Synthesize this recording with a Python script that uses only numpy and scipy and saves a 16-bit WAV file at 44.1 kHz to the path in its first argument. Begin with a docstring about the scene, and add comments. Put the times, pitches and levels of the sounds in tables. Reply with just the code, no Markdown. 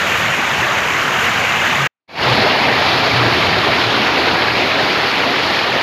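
"""A stream off the eaves splashes in a flooded yard; then dense rain drums on a corrugated metal roof.
The stream is random slaps, ringing bubbles and fine spray over a noise wash, gushing now and then.
A near-silence parts the two places. The roof layers bright patter, hollow drumming and a low rumble
from random drops and resonances. Single low modes boom out, and a faint deep rumble lies under both."""
import sys
import numpy as np
from scipy import signal
from scipy.fft import rfft, irfft
from scipy.io import wavfile
from scipy.ndimage import uniform_filter1d

SR = 44100
rng = np.random.default_rng(int(sys.argv[2]) if len(sys.argv) > 2 else 0)


def master(y):
    """Save y as 16-bit WAV."""
    cut = np.clip(np.atleast_2d(y).T, -1, 1)
    pcm = np.round(cut * 32767)  # scale
    wavfile.write(sys.argv[1], SR, pcm.astype(np.int16))


N = 256662

# Tone of the splashing water: pitch_hz [Hz], level_db [dB per Hz, relative]
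SPLASH_TONE = [(130, -23.5), (190, -8.5), (230, -2), (280, -7), (450, -5.5), (750, -2.5), (1100, -0.8),
               (1550, 1), (2200, -.5), (2800, -3), (3500, -10), (4300, -17.5), (5500, -23.5), (8000, -44)]


def stream_splash(clumps, wash):
    """Water breaks on water: sharp slaps, ringing bubbles and the wash of far rain; power near 1."""
    slaps = impacts(2800 * clumps, spread_db=1.5, ring_t60=0.025, ring_db=4)
    bubbles = rings(1100 * clumps, spread_db=1.0, cycles=55, low_hz=305.4, high_hz=4970)
    mix = slaps + from_db(-5.5) * bubbles + from_db(2.5) * wash
    water = patchy(mix, depth_db=1.9, rate_hz=8)
    return evened(coloured(water, SPLASH_TONE), span_s=0.089)


# Tone of the lower, fizzing part of the spray: pitch_hz [Hz], level_db [dB per Hz, relative]
FIZZ_TONE = [(4000, -6.5), (5400, -5.5), (6200, 0), (7000, 0), (7450, -8.5), (8400, -16.5), (10000, -30.5)]
# Tone of the finest, highest spray: pitch_hz [Hz], level_db [dB per Hz, relative]
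SPRAY_TONE = [(8000, -15), (9200, -7), (9800, -8), (10900, -4.5), (11600, 0.5), (13400, -0.5),
              (14300, -8.5), (15500, -8.5)]
FIZZ_DB, SPRAY_DB = -35, -44.5
FIZZ_FOLLOWS = 0.5   # share of the spray's rise in dB


def thrown_spray(clumps, wash, spray_rise_db):
    """Droplets thrown up by the stream fall back in showers and trap tiny ringing bubbles."""
    droplets = impacts(2400 * clumps, spread_db=3.5, ring_t60=0.035, ring_db=5.5)
    tiny_bubbles = rings(900 * clumps, spread_db=3.0, cycles=290, low_hz=4500, high_hz=13900)
    showers = from_db(0.7 * drift(10)) * (droplets + from_db(-7) * tiny_bubbles)
    mist = showers + from_db(-1.5) * wash
    fizz_gain = from_db(FIZZ_DB + FIZZ_FOLLOWS * spray_rise_db)
    fizz = fizz_gain * evened(coloured(mist, FIZZ_TONE), span_s=0.15)
    spray = from_db(SPRAY_DB + spray_rise_db) * evened(coloured(mist, SPRAY_TONE), span_s=0.15)
    return fizz + spray


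# Gushes, mostly louder or richer in spray:
# middle_s [s], length_s [s], splash_rise_db [dB], spray_rise_db [dB]
STREAM_GUSHES = [(0.13, 0.26, 0.6, 2.2), (0.195, 0.07, -0.5, 3), (0.7, 0.22, 1.0, 0.0),
                 (1.25, 0.14, 1.2, 3.2), (1.58, 0.53, 1.0, 0.5)]
# Low modes rumbling in the yard: pitch_hz [Hz], width_hz [Hz], level_db [dB, relative]
YARD_LOW_MODES = [(93, 24, -0.5), (133, 72, -1), (191, 40, -2.5)]
SPLASH_DB, YARD_RUMBLE_DB = -16, -32
STREAM_WAVER_DB = 0.27   # chance wander shared by splash and spray


def yard():
    """The stream arrives in clumps that drive splash and spray together, over a low rumble."""
    splash_rise_db, spray_rise_db = swells(STREAM_GUSHES) + STREAM_WAVER_DB * drift(4)
    clumps = from_db(0.9 * drift(14))
    wash = rng.standard_normal(N)
    splash = from_db(SPLASH_DB + splash_rise_db) * stream_splash(clumps, wash)
    spray = thrown_spray(clumps, wash, spray_rise_db)
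    low = from_db(YARD_RUMBLE_DB) * rumble(YARD_LOW_MODES, even_s=0.08)
    return splash + spray + low


# Tone of the bright patter: pitch_hz [Hz], level_db [dB per Hz, relative]
PATTER_TONE = [(600, -9.5), (1150, -1.5), (2200, -1), (3200, -4), (4500, -5.5), (5200, -12.5),
               (6000, -21.5), (6700, -24), (7800, -37), (9600, -41), (10400, -34.5), (11500, -29.5),
               (12600, -38), (15500, -46)]
# Tone of the hollow drumming: pitch_hz [Hz], level_db [dB per Hz, relative]
DRUMMING_TONE = [(120, -25), (190, -6.5), (260, -1.2), (380, -.5), (520, -1.5), (720, 0), (950, -2.5),
                 (1300, -12), (2200, -19)]
# Levels at 0 dB rain; each FOLLOWS is dB gained per dB of rain
PATTER_DB, RAIN_WAVER_DB = -15.5, 0.32
DRUMMING_DB, DRUMMING_FOLLOWS, DRUMMING_WAVER_DB = -18.6, 1.07, 0.96


def struck_sheets(flurries, rain_db):
    """The same drops give the sheets bright patter and hollow drumming; far sheets blur to a wash."""
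    patter_db = PATTER_DB + rain_db + RAIN_WAVER_DB * drift(4)
    drumming_db = DRUMMING_DB + DRUMMING_FOLLOWS * rain_db + DRUMMING_WAVER_DB * drift(4.9)
    ticks = impacts(3600 * flurries, spread_db=3.0, ring_t60=0.069, ring_db=4.5)
    # fat drops leave a brief note in the sheet they hit
    knocks = rings(700 * flurries, spread_db=2.0, cycles=47, low_hz=201.1, high_hz=3194)
    mix = ticks + from_db(-10.5) * knocks + from_db(-1.5) * rng.standard_normal(N)
    sheets = patchy(mix, depth_db=1.77, rate_hz=8.5)
    patter = from_db(patter_db) * evened(coloured(sheets, PATTER_TONE), span_s=0.1)
    drumming = from_db(drumming_db) * evened(coloured(sheets, DRUMMING_TONE), span_s=0.17)
    # turned a quarter cycle, the drumming adds to the patter by power where their tones overlap
    return patter + signal.hilbert(drumming).imag


# A squall drives the hollow resonance harder for a moment:
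# middle_s [s], length_s [s], rise_db [dB]
HOLLOW_SQUALLS = [(2.55, 0.5, 8.5)]
HOLLOW_HZ, HOLLOW_WIDTH_HZ = 736, 280   # width of each of two passes
HOLLOW_DB, HOLLOW_FOLLOWS = -31, 2.2


def hollow_sheets(flurries, rain_db):
    """Drops excite the sheets' hollow middle resonance, two band-passes in a row."""
    level_db = HOLLOW_DB + HOLLOW_FOLLOWS * rain_db + swells(HOLLOW_SQUALLS)[0]
    hollow = impacts(1300 * flurries, spread_db=2.0, ring_t60=0.067, ring_db=6, count=12)
    for _ in range(2):
        hollow = resonance(hollow, HOLLOW_HZ, HOLLOW_WIDTH_HZ)
    return from_db(level_db) * evened(hollow, span_s=0.15)


# Strength of the rain on the roof, peaking and then easing: time_s [s], level_db [dB]
RAIN_STRENGTH = [(2.24, 0), (3.3, 0.03), (4.1, -0.6), (5.0, -1.4), (5.82, -1.5)]
# Low modes of the roof sheets: pitch_hz [Hz], width_hz [Hz], level_db [dB, relative]
ROOF_LOW_MODES = [(83.7, 31, -0.5), (121.7, 21, 2.5), (142, 24, -1.5), (185.5, 52, -1.5)]
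# heavy drops shake the low modes most
ROOF_RUMBLE_DB, ROOF_RUMBLE_FOLLOWS = -28, 4.0


def roof():
    """Flurries of drops strike the sheets, ring their hollow middle and shake their low modes."""
    rain_db, = in_time(RAIN_STRENGTH)
    flurries = from_db(0.7 * drift(10))
    rumble_db = ROOF_RUMBLE_DB + ROOF_RUMBLE_FOLLOWS * rain_db
    low = from_db(rumble_db) * rumble(ROOF_LOW_MODES, even_s=0.079)
    return struck_sheets(flurries, rain_db) + hollow_sheets(flurries, rain_db) + low


# Single low modes that boom out of the rumble:
# middle_s [s], length_s [s], pitch_hz [Hz], level_db [dB rms at the crest, before the shudder]
LOW_BOOMS = [(1.819, 0.12, 138, -23), (2.287, 0.12, 123.8, -21.5), (2.69, 0.09, 120, -28),
             (3.225, 0.27, 119, -20), (3.59, .11, 118, -27.5), (3.88, 0.11, 119, -27),
             (4.342, 0.065, 158, -26), (5.72, 0.12, 130.5, -33)]


def booms():
    """Single low modes boom out, each swelling and dying away, unsteady in pitch and strength."""
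    t, out = np.arange(N) / SR, np.zeros(N)
    waver_rad, shudder_db = 0.35 * drift(16), 1.1 * drift(20)
    for middle_s, length_s, hz, db in LOW_BOOMS:
        swell = np.cos(np.pi * np.clip((t - middle_s) / length_s, -0.5, 0.5))
        tone = np.sqrt(2) * np.sin(2 * np.pi * hz * t + waver_rad)
        out += from_db(db) * swell * tone
    return out * from_db(shudder_db)


RUMBLE_WAVER_DB = 1.65


def rumble(modes, even_s):
    """Countless drops, as noise, keep low modes going; their strength swells by chance."""
    shaking = sum(from_db(db) * resonance(rng.standard_normal(N), hz, width)
                  for hz, width, db in modes)
    band = signal.butter(2, [64, 220], "band", fs=SR, output="sos")
    low_modes = signal.sosfilt(band, shaking)
    return from_db(RUMBLE_WAVER_DB * drift(4)) * evened(low_modes, even_s)


# Tone of the downpour's deep rumble: pitch_hz [Hz], level_db [dB per Hz, relative]
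DEEP_TONE = [(20, -5), (35, -1), (55, 0)]


def deep_rumble():
    """The faint deep rumble of the downpour: steady noise shaped to the lowest bass."""
    return from_db(-56) * coloured(rng.standard_normal(N), DEEP_TONE)


def impacts(per_s, spread_db, ring_t60, ring_db, count=24):
    """Drops land on many patches; each gives a sharp tick and a ring of its own."""
    out = np.zeros(N)
    for _ in range(count):
        clicks = drops(per_s / count, spread_db)
        ringing = signal.oaconvolve(clicks, dying_noise(ring_t60))[:N]
        out += clicks + from_db(ring_db) * ringing
    return rms_one(out)


def rings(per_s, spread_db, cycles, low_hz, high_hz, count=56):
    """Each impact sets one of many pitches ringing, falling 60 dB in a set number of cycles."""
    out = np.zeros(N)
    for hz in np.geomspace(low_hz, high_hz, count):
        width_hz = np.log(1000) / np.pi * hz / cycles
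        ringing = resonance(drops(per_s / count, spread_db), hz, width_hz)
        # weighted so that all pitches together are flat
        out += np.sqrt(hz) * ringing / np.sqrt(width_hz)
    return rms_one(out)


def drops(per_s, spread_db):
    """Random impacts: many small, a few large."""
    at = np.flatnonzero(rng.random(N) < per_s / SR)
    sizes_db = spread_db * np.minimum(rng.exponential(1, len(at)), 3.3)
    clicks = np.zeros(N)
    clicks[at] = from_db(sizes_db) * rng.choice([-1, 1], len(at))
    return clicks


def dying_noise(t60):
    """A crowd of close modes dying together, 60 dB in t60 seconds; energy 1."""
    t = np.arange(int(t60 * SR) + 2) / SR
    tail = rng.standard_normal(len(t)) * from_db(-60 * t / t60)
    return tail / np.sqrt(np.sum(tail ** 2))


def patchy(x, depth_db, rate_hz, count=20):
    """The shower wanders over surfaces of different pitch: each third of an octave swells alone."""
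    spectrum = rfft(x)
    hz = np.maximum(np.fft.rfftfreq(N, 1 / SR), 1)
    place = np.clip(3 * np.log2(hz / 180), 0, count - 1)
    out = np.zeros(N)
    for k in range(count):
        # overlapping triangular bands; the higher ones swell less
        band = irfft(spectrum * np.maximum(1 - np.abs(place - k), 0), N)
        out += band * from_db(depth_db * drift(rate_hz) / (1 + k / count))
    return out


def resonance(x, hz, width_hz):
    """Two-pole band-pass with gain 1 on top."""
    r = np.exp(-np.pi * width_hz / SR)
    zeros = np.array([1, 0, -1]) * (1 - r * r) / 2
    poles = [1, -2 * r * np.cos(2 * np.pi * hz / SR), r * r]
    return signal.lfilter(zeros, poles, x + 1e-18)


def coloured(x, spectrum):
    """Give a flat sound a spectrum, with skirts of 30 dB per octave outside it; rms 1."""
    hz, db = np.transpose(spectrum)
    octave = np.log2(np.maximum(np.fft.rfftfreq(N, 1 / SR), 1))
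    points = np.log2(hz)
    outside = np.abs(octave - np.clip(octave, points[0], points[-1]))
    gain = from_db(np.interp(octave, points, db) - 30 * outside)
    return rms_one(irfft(rfft(x) * gain, N))


def evened(x, span_s):
    """Hold the power near 1 over spans of this length, keeping the faster flutter."""
    size = max(int(span_s * SR), 2)
    power = uniform_filter1d(uniform_filter1d(x ** 2, size), size)
    return x / np.sqrt(power + 1e-12)


def drift(rate_hz):
    """Slow chance with a spread of 1: noise through two equal low-pass poles at this rate."""
    # worked out at every 40th sample, dropping the filter's start
    r = np.exp(-80 * np.pi * rate_hz / SR)
    noise = rng.standard_normal(N // 40 + 2002)
    slow = signal.lfilter([1], [1, -2 * r, r * r], noise)[2000:]
    return np.interp(np.arange(N) / 40, np.arange(len(slow)), rms_one(slow))


def swells(rows):
    """Rounded rises that come and go: one dB curve for each column after middle and length."""
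    t, curves = np.arange(N) / SR, 0
    for middle_s, length_s, *rises_db in rows:
        bump = np.cos(np.pi * np.clip((t - middle_s) / length_s, -0.5, 0.5))
        curves = curves + np.outer(rises_db, bump)
    return curves


def in_time(rows):
    """Each column of a curve at every sample."""
    s, *columns = np.transpose(rows)
    return [np.interp(np.arange(N) / SR, s, c) for c in columns]


def from_db(db):
    """Decibels to gain."""
    return 10 ** (np.asarray(db) / 20)


def rms_one(x):
    """Scale to unit power."""
    return x / np.sqrt(np.mean(x ** 2) + 1e-20)


# the yard is cut off, leaving a faint dying trace
CUT_S, CUT_LENGTH_S = 1.87, 0.0065
TRACE_DB, TRACE_FALL_DB_PER_S, SILENCE_DB = -53, 450, -79.5
# the roof comes in quietly and rises to full level
ENTRY_S, ENTRY_LENGTH_S, ENTRY_DB, RISE_DB_PER_S = 2.077, 0.017, -30.5, 205


def fade():
    """Gain over time: the yard stops short, and after a near-silence the roof fades in."""
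    t = np.arange(N) / SR
    trace = from_db(TRACE_DB - TRACE_FALL_DB_PER_S * np.maximum(t - CUT_S, 0))
    leaving = np.clip(1 - (t - CUT_S) / CUT_LENGTH_S, 0, 1) ** 2
    rise = from_db(np.minimum(ENTRY_DB + RISE_DB_PER_S * (t - ENTRY_S), 0))
    entering = np.clip((t - ENTRY_S) / ENTRY_LENGTH_S, 0, 1) * rise
    return leaving + trace + from_db(SILENCE_DB) + entering


def scene():
    """The yard, a moment of near-silence, then the roof."""
    in_yard = np.arange(N) / SR < 2.0   # the place switches inside the near-silence
    place = np.where(in_yard, yard(), roof())
    return ((place + booms() + deep_rumble()) * fade())[None]


def record(dry):
    """The highest peaks are rounded and the top is cut above 15.5 kHz."""
    rounded = dry / (1 + (dry / 0.95) ** 6) ** (1 / 6)
    top_cut = signal.ellip(14, 0.1, 90, 15500, fs=SR, output="sos")
    return signal.sosfilt(top_cut, rounded)


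dry = scene()
out = record(dry)
master(out)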